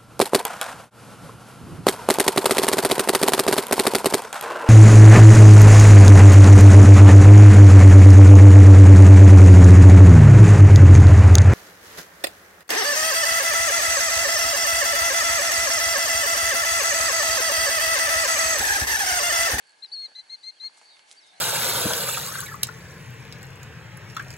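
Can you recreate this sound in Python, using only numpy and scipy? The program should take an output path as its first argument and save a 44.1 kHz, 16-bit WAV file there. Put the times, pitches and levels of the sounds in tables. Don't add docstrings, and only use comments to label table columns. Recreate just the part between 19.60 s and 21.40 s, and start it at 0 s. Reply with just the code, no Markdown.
import sys
import numpy as np
from scipy import signal
from scipy.io import wavfile
from scipy.ndimage import uniform_filter1d

SR = 44100
rng = np.random.default_rng(int(sys.argv[2]) if len(sys.argv) > 2 else 0)


def file_out(sig):
    cols = np.atleast_2d(sig).T
    lim = np.clip(cols, -1, 1)
    pcm = np.round(lim * 32767).astype(np.int16)
    wavfile.write(sys.argv[1], SR, pcm)


def amplitude_ratio(level_db):
    exponent = np.asarray(level_db, float) / 20
    return 10 ** exponent


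N = 79380

# frequency in Hz, density in dB per Hz.
AIR_SPECTRUM = [(24, -51), (40, -28.5), (849, -3.5), (1420, -8), (1640, -12.5), (2440, -6.5), (11000, -17),
                (14300, -47), (22000, -120)]
# time in seconds, level in dB.
AIR_SWELL = [(0, -1), (.3, -0.5), (.6, 0), (.95, -2), (1.2, 2), (1.44, 0.5), (1.52, 3.5), (1.6, 1.5),
             (1.8, 0.5)]
# frequency in Hz, left-right likeness from -1 to 1.
AIR_LIKENESS = [(30, 0.96), (125, 0.52), (500, 0.24), (1000, -0.54), (3000, 0.46), (11000, 0.68)]
# frequency in Hz, width in Hz, level in dB, left over right in dB,
# drift in dB per second.
AIR_TONES = [(848, 115, -70.5, 1, -1), (1644, 186, -66.5, -9.5, -3), (2142, 128, -72, 1, 2)]
# time in seconds, level in dB.
GUSTS = [
    (0.33, -96),
    (0.43, -83),
    (0.52, -88),
    (0.63, -81.5),
    (0.71, -82),
    (0.87, -91),
    (0.99, -99),
]
# time in seconds, level in dB.
FLOCK_SWELL = [(0, -72), (.1, -63), (.18, -69.5), (.3, -60), (.52, -56.5), (.65, -60), (.95, -62.5),
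               (1.13, -60.5), (1.22, -61.5), (1.29, -55.5), (1.4, -63), (1.45, -70), (1.8, -65.5)]
# start in seconds, length in seconds.
CHIRP_TIMES = [(0.958, .035), (1.566, .039), (1.27, .11), (1.60, .055), (1.60, .16), (1.72, .1),
               (0.25, .07), (0.33, .13), (1.665, .04), (0.18, .03), (1.75, .07), (1.77, .05), (0.23, .028)]
# start in Hz, middle in Hz, end in Hz.
CHIRP_PITCHES = [(2950, 3280, 2600), (4200, 4740, 4050), (4300, 3800, 3500), (6150, 4950, 4300),
                 (4000, 3720, 3550), (3900, 4080, 4200), (5200, 4750, 4250), (3900, 3700, 3300),
                 (5250, 5150, 5000), (5000, 5050, 4900), (5700, 6100, 6300), (2750, 3000, 3150),
                 (5350, 5480, 5350)]
CHIRP_LEVELS = [-62.5, -52, -59.5, -59.5, -60.5, -65, -62.5, -61, -64, -68, -67, -67, -64]
CHIRP_BLURS = [.4, .2, 1.0, 1.3, 1.2, .6, 2.6, 1.2, 1.0, .8, 2.0, .8, .8]
# frequency in Hz, width in Hz, level in dB.
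BLEAT_THROAT = [(738, 69, -61.5), (1670, 170, -77), (2000, 540, -65), (185, 88, -77.5)]
# time in seconds, ring in Hz, peak in dB, left over right in dB.
TICKS = [(0.248, 1950, -41, -3), (0.2477, 10000, -48, 0), (0.0945, 7500, -45, 3), (0.108, 7500, -45, 2),
         (0.1205, 8000, -47, 2), (0.0725, 9000, -50, 2), (0.481, 450, -54, 3), (0.485, 700, -54, 3),
         (0.4915, 550, -54, 3), (0.5165, 700, -54, 2), (0.52, 350, -58, 0), (0.812, 6500, -52, 3),
         (1.035, 1000, -52, 0), (1.042, 1500, -52, 0), (1.047, 850, -53, 0), (1.097, 850, -50, 0),
         (1.146, 8000, -48, 0), (1.175, 6500, -43, -1), (1.176, 800, -50, -2), (1.1785, 950, -46, -2),
         (1.1882, 7000, -45, -1), (1.192, 7500, -49, -1), (1.2141, 2200, -44, -1), (1.2146, 850, -45, -1),
         (1.2195, 2000, -47, -1), (1.22, 500, -56, 0), (1.337, 5000, -49, -1), (1.369, 2300, -46, -3),
         (1.3697, 1300, -48, -3), (1.3931, 5000, -47, -4), (1.3934, 2800, -41, -4), (1.3942, 1100, -47, -4),
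         (1.508, 3400, -42, -2), (1.511, 4500, -44, -2), (1.5115, 1500, -48, -2), (1.5138, 3900, -30, -3),
         (1.5136, 9000, -36, -3), (1.518, 8500, -37, -3), (1.5207, 5000, -41, -3), (1.5227, 7500, -38, -3),
         (1.5255, 6500, -39, -3), (1.674, 6800, -46, -1)]
RUSTLE_TIMES = [0.073, 0.096, 0.108, 0.121, 0.49, 0.52, 1.06, 1.182, 1.222, 1.5, 1.523, 1.545, 1.67, 0.675,
                1.79, 0.835, 1.22]
RUSTLE_COLOURS = [8500, 8500, 8500, 8500, 650, 400, 900, 7000, 700, 5000, 7000, 5000, 7000, 1600, 6000,
                  7500, 5500]
# length in seconds, level in dB.
RUSTLE_SHAPES = [(.004, -62), (.004, -64), (.004, -65), (.004, -65), (.025, -66), (.015, -68), (.05, -65),
                 (.018, -60), (.02, -65), (.035, -57), (.012, -53), (.03, -62), (.012, -60), (.04, -66),
                 (.04, -64), (.012, -63), (.08, -63)]
# time in seconds, pitch in Hz, level in dB.
NOTES = [
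    [(0.2195, 4130, -45), (0.229, 4170, -40), (0.24, 4195, -37), (0.248, 4150, -38), (0.256, 3990, -43.5),
     (0.267, 3980, -50)],
    [(0.314, 4260, -44), (0.327, 4500, -33.5), (0.335, 4560, -32.5), (0.362, 4220, -37), (0.4, 4320, -34.5),
     (0.424, 4280, -37.5), (0.448, 4270, -34.5), (0.458, 4240, -34), (0.474, 4000, -50)],
    [(0.547, 4010, -50), (0.564, 4110, -38.5), (0.571, 4075, -42), (0.5755, 4060, -47.5),
     (0.582, 4090, -42), (0.594, 4115, -37), (0.604, 4090, -41), (0.617, 4090, -52)],
    [(0.692, 4150, -50), (0.705, 4190, -40), (0.715, 4200, -42.5), (0.73, 4275, -36.5),
     (0.747, 4260, -36.5), (0.753, 4220, -40.5), (0.764, 4200, -53)],
    [(0.828, 4050, -52), (0.843, 4150, -41), (0.858, 4080, -44), (0.87, 4180, -38), (0.884, 4260, -35.5),
     (0.9, 4230, -39), (0.912, 4180, -47)],
    [(0.996, 4050, -50), (1.010, 4130, -39.5), (1.026, 4090, -41.5), (1.04, 4220, -35.5),
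     (1.055, 4290, -33), (1.072, 4285, -33.5), (1.088, 4230, -46)],
]
# onset of half pitch in seconds, its strength in dB, octave in dB,
# left over right in dB.
NOTE_COLOURS = [
    (0.228, -12, -32, 6),
    (0.418, -2, -29.5, 4),
    (0.55, 2, -33, 4.5),
    (0.697, 1, -31, 4.5),
    (0.832, 2, -29, 5.8),
    (1.0, -2, -35, 6.3),
]
# multiple of the whistle's pitch, level in dB.
HALF_PARTIALS = [(0.5, -21), (1.5, -24.5), (2.5, -40.5)]


def rms_one(x):
    return x / np.sqrt(np.mean(x ** 2) + 1e-20)


def clock():
    return np.arange(N) / SR


def at_hz(points, hz):
    table_hz, values = np.transpose(points)
    return np.interp(np.log(hz), np.log(table_hz), values)


def drift(rate_hz):
    r = np.exp(-2 * np.pi * rate_hz / SR)
    wander = signal.lfilter([1], [1, -2 * r, r * r], rng.standard_normal(N + SR // 2))
    return rms_one(wander[SR // 2:])


def resonance(x, hz, width_hz):
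    r = np.exp(-np.pi * width_hz / SR)
    turn = 2 * np.pi * min(hz, SR / 3) / SR
    return signal.lfilter(np.array([1, 0, -1]) * (1 - r * r) / 2, [1, -2 * r * np.cos(turn), r * r], x + 1e-18)


def double_resonance(x, hz, width_hz):
    return resonance(resonance(x, hz, width_hz), hz, 2 * width_hz)


def bandpass(x, low_hz, high_hz):
    return signal.sosfilt(signal.butter(2, [low_hz, high_hz], "band", fs=SR, output="sos"), x)


def sine(hz, blur=0):
    return np.sin(2 * np.pi * np.cumsum(hz) / SR + blur)


def pan(x, db):
    return x * amplitude_ratio(np.array([[db / 2], [-db / 2]]))


def bump(centre_s, length_s):
    return np.exp(-.5 * (2 * (clock() - centre_s) / length_s) ** 2)


def hiss():
    out, together = 0, drift(4.0)
    edges = 25 * 2 ** np.arange(0, 9.1, .5)
    white = rng.standard_normal((2, 2, N))
    for k, (low, high) in enumerate(zip(edges, edges[1:])):
        mid, side = bandpass(white[k % 2], low, high)
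        hz = np.sqrt(low * high)
        alike = np.clip(at_hz(AIR_LIKENESS, hz), -1, 1)
        gain = amplitude_ratio(at_hz(AIR_SPECTRUM, hz) + 0.81 * together + .9 * drift(20))
        out = out + gain * (np.sqrt(1 + alike) * mid + np.sqrt(1 - alike) * side * [[1], [-1]])
    return amplitude_ratio(-61) * rms_one(out)


def hollow_tones():
    out = np.zeros((2, N))
    for hz, width_hz, db, pan_db, slope_db in AIR_TONES:
        ring = rms_one(double_resonance(rng.standard_normal((2, N)), hz, width_hz))
        level_db = db + slope_db * clock() + 1.0 * drift(4.3) + 1.6 * drift(24)
        out += pan(amplitude_ratio(level_db) * ring, pan_db)
    return out


def gusts():
    rumble = rms_one(bandpass(rng.standard_normal(N), 45, 130))
    return rumble * sum(amplitude_ratio(db) * bump(s, .03) for s, db in GUSTS)


def air():
    s, db = np.transpose(AIR_SWELL)
    return (hiss() + hollow_tones()) * amplitude_ratio(np.interp(clock(), s, db)) + gusts()


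def far_flock():
    white = rng.standard_normal((3, N))
    band = double_resonance(white[:2] * 0.32 + white[2], 4380, 230)
    voices = np.zeros((2, N))
    for hz in [4280, 4420, 4530]:
        level = amplitude_ratio(-1 + 2 * drift(11))
        blur = .6 * np.array([drift(60), drift(60)])
        voices += level * sine(hz + 70 * drift(9), blur)
    s, db = np.transpose(FLOCK_SWELL)
    return rms_one(rms_one(band) + voices * 2) * amplitude_ratio(np.interp(clock(), s, db) + 1 * drift(25))


def far_chirps():
    t, out = clock(), np.zeros((2, N))
    chirps = zip(CHIRP_TIMES, CHIRP_PITCHES, CHIRP_LEVELS, CHIRP_BLURS)
    for (s, length), (start_hz, middle_hz, end_hz), db, blur in chirps:
        u = np.clip((t - s) / length, 0, 1)
        pitch = start_hz * (1 - u) * (1 - 2 * u) + middle_hz * (2 * u) * (2 - 2 * u) + end_hz * u * (2 * u - 1)
        swell = amplitude_ratio(db) * np.sin(np.pi * u) ** .7 * np.sqrt(2)
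        for side in range(2):
            out[side] += swell * sine(pitch, blur * drift(120)) * amplitude_ratio(1.3 * blur * drift(70))
    return out


def bleat():
    start_s, rise_s, pitch_hz = 1.72, 0.015, 108.9
    cycles = np.cumsum(pitch_hz * (1 + 0.13 * drift(40.1))) / SR
    pulses = rms_one(np.diff(np.floor(cycles), prepend=0))
    source = pulses + 1.0 * rng.standard_normal((2, N))
    on = np.clip((clock() - start_s) / rise_s, 0, 1)
    return on * sum(amplitude_ratio(db) * rms_one(double_resonance(source, hz, width_hz))
                    for hz, width_hz, db in BLEAT_THROAT)


def hoof_ticks():
    out = np.zeros((2, N))
    for s, hz, db, pan_db in TICKS:
        click, first = np.zeros(N), int(s * SR)
        click[first:first + 60] = rng.standard_normal(60) * amplitude_ratio(-.5 * np.arange(60)) * .15
        click[first] = 1
        ring = double_resonance(click, hz, .6 * hz)
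        out += pan(amplitude_ratio(db) * ring / np.abs(ring).max(), pan_db)
    return out


def grass_rustles():
    sizes = amplitude_ratio(4.5 * np.minimum(rng.exponential(1, N), 4)) * rng.choice([-1, 1], N)
    sizes = sizes * (rng.random(N) < 5000 / SR)
    grains = sizes + .45 * rms_one(sizes) * rng.standard_normal((2, N)) + .4 * rng.standard_normal((2, N))
    out = np.zeros((2, N))
    for s, hz, (length, db) in zip(RUSTLE_TIMES, RUSTLE_COLOURS, RUSTLE_SHAPES):
        out += amplitude_ratio(db) * rms_one(resonance(grains, hz, .75 * hz)) * bump(s, length)
    return out


def pasture(x):
    echo_db, t60_s, onset_s = -28, .9, 0.025
    t = np.arange(SR) / SR
    tail = rng.standard_normal((2, SR)) * amplitude_ratio(-60 * t / t60_s) * np.clip(t / onset_s, 0, 1)
    tail = tail / np.sqrt(np.sum(tail ** 2, axis=1, keepdims=True))
    return amplitude_ratio(echo_db) * signal.fftconvolve(x, tail, axes=1)[:, :N]


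def whistles():
    attack_s, release_s, doubling_rise_s = 0.0069, 0.0057, 0.0024
    scoop_hz, scoop_s, droop_hz, droop_s = 680, .0045, 306, 0.006
    wobble_db, wobble_hz, shimmer_db, breath_db = .35, 9, 1.3, -32
    t, out = clock(), np.zeros((2, N))
    wobble, shimmer, bend = drift(110), drift(140), drift(50)
    breath = rng.standard_normal(N)
    for rows, (doubling_s, half_db, octave_db, pan_db) in zip(NOTES, NOTE_COLOURS):
        s, hz, db = np.transpose(rows)
        since, until = np.maximum(t - s[0], 0), np.maximum(s[-1] - t, 0)
        pitch = uniform_filter1d(np.interp(t, s, hz), size=180) + wobble_hz * bend
        pitch = pitch - scoop_hz * np.exp(-since / scoop_s) - droop_hz * np.exp(-until / droop_s)
        phase = 2 * np.pi * np.cumsum(pitch) / SR
        edge = np.sin(np.pi / 2 * np.clip(np.minimum(since / attack_s, until / release_s), 0, 1)) ** 2
        level_db = uniform_filter1d(np.interp(t, s, db), size=150) + wobble_db * wobble
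        level = amplitude_ratio(level_db) * edge * np.sqrt(2)
        octave = amplitude_ratio(octave_db + shimmer_db * shimmer[::-1]) * np.sin(2 * phase)
        doubled = np.clip((t - doubling_s) / doubling_rise_s, 0, 1) * amplitude_ratio(half_db + shimmer_db * shimmer)
        half = doubled * sum(amplitude_ratio(d) * np.sin(k * phase) for k, d in HALF_PARTIALS)
        out += pan(level * (np.sin(phase) + octave + half + amplitude_ratio(breath_db) * breath), pan_db)
    return out


def scene():
    near = whistles()
    return air() + far_flock() + far_chirps() + bleat() + hoof_ticks() + grass_rustles() + pasture(near) + near


def roll_off(x):
    return signal.sosfilt(signal.butter(12, 11420, fs=SR, output="sos"), x)


def record(dry):
    top_cut = signal.ellip(12, .5, 75, 11180, fs=SR, output="sos")
    mix = signal.sosfilt(top_cut, dry)
    return roll_off(mix)


dry = scene()
out = record(dry)
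file_out(out)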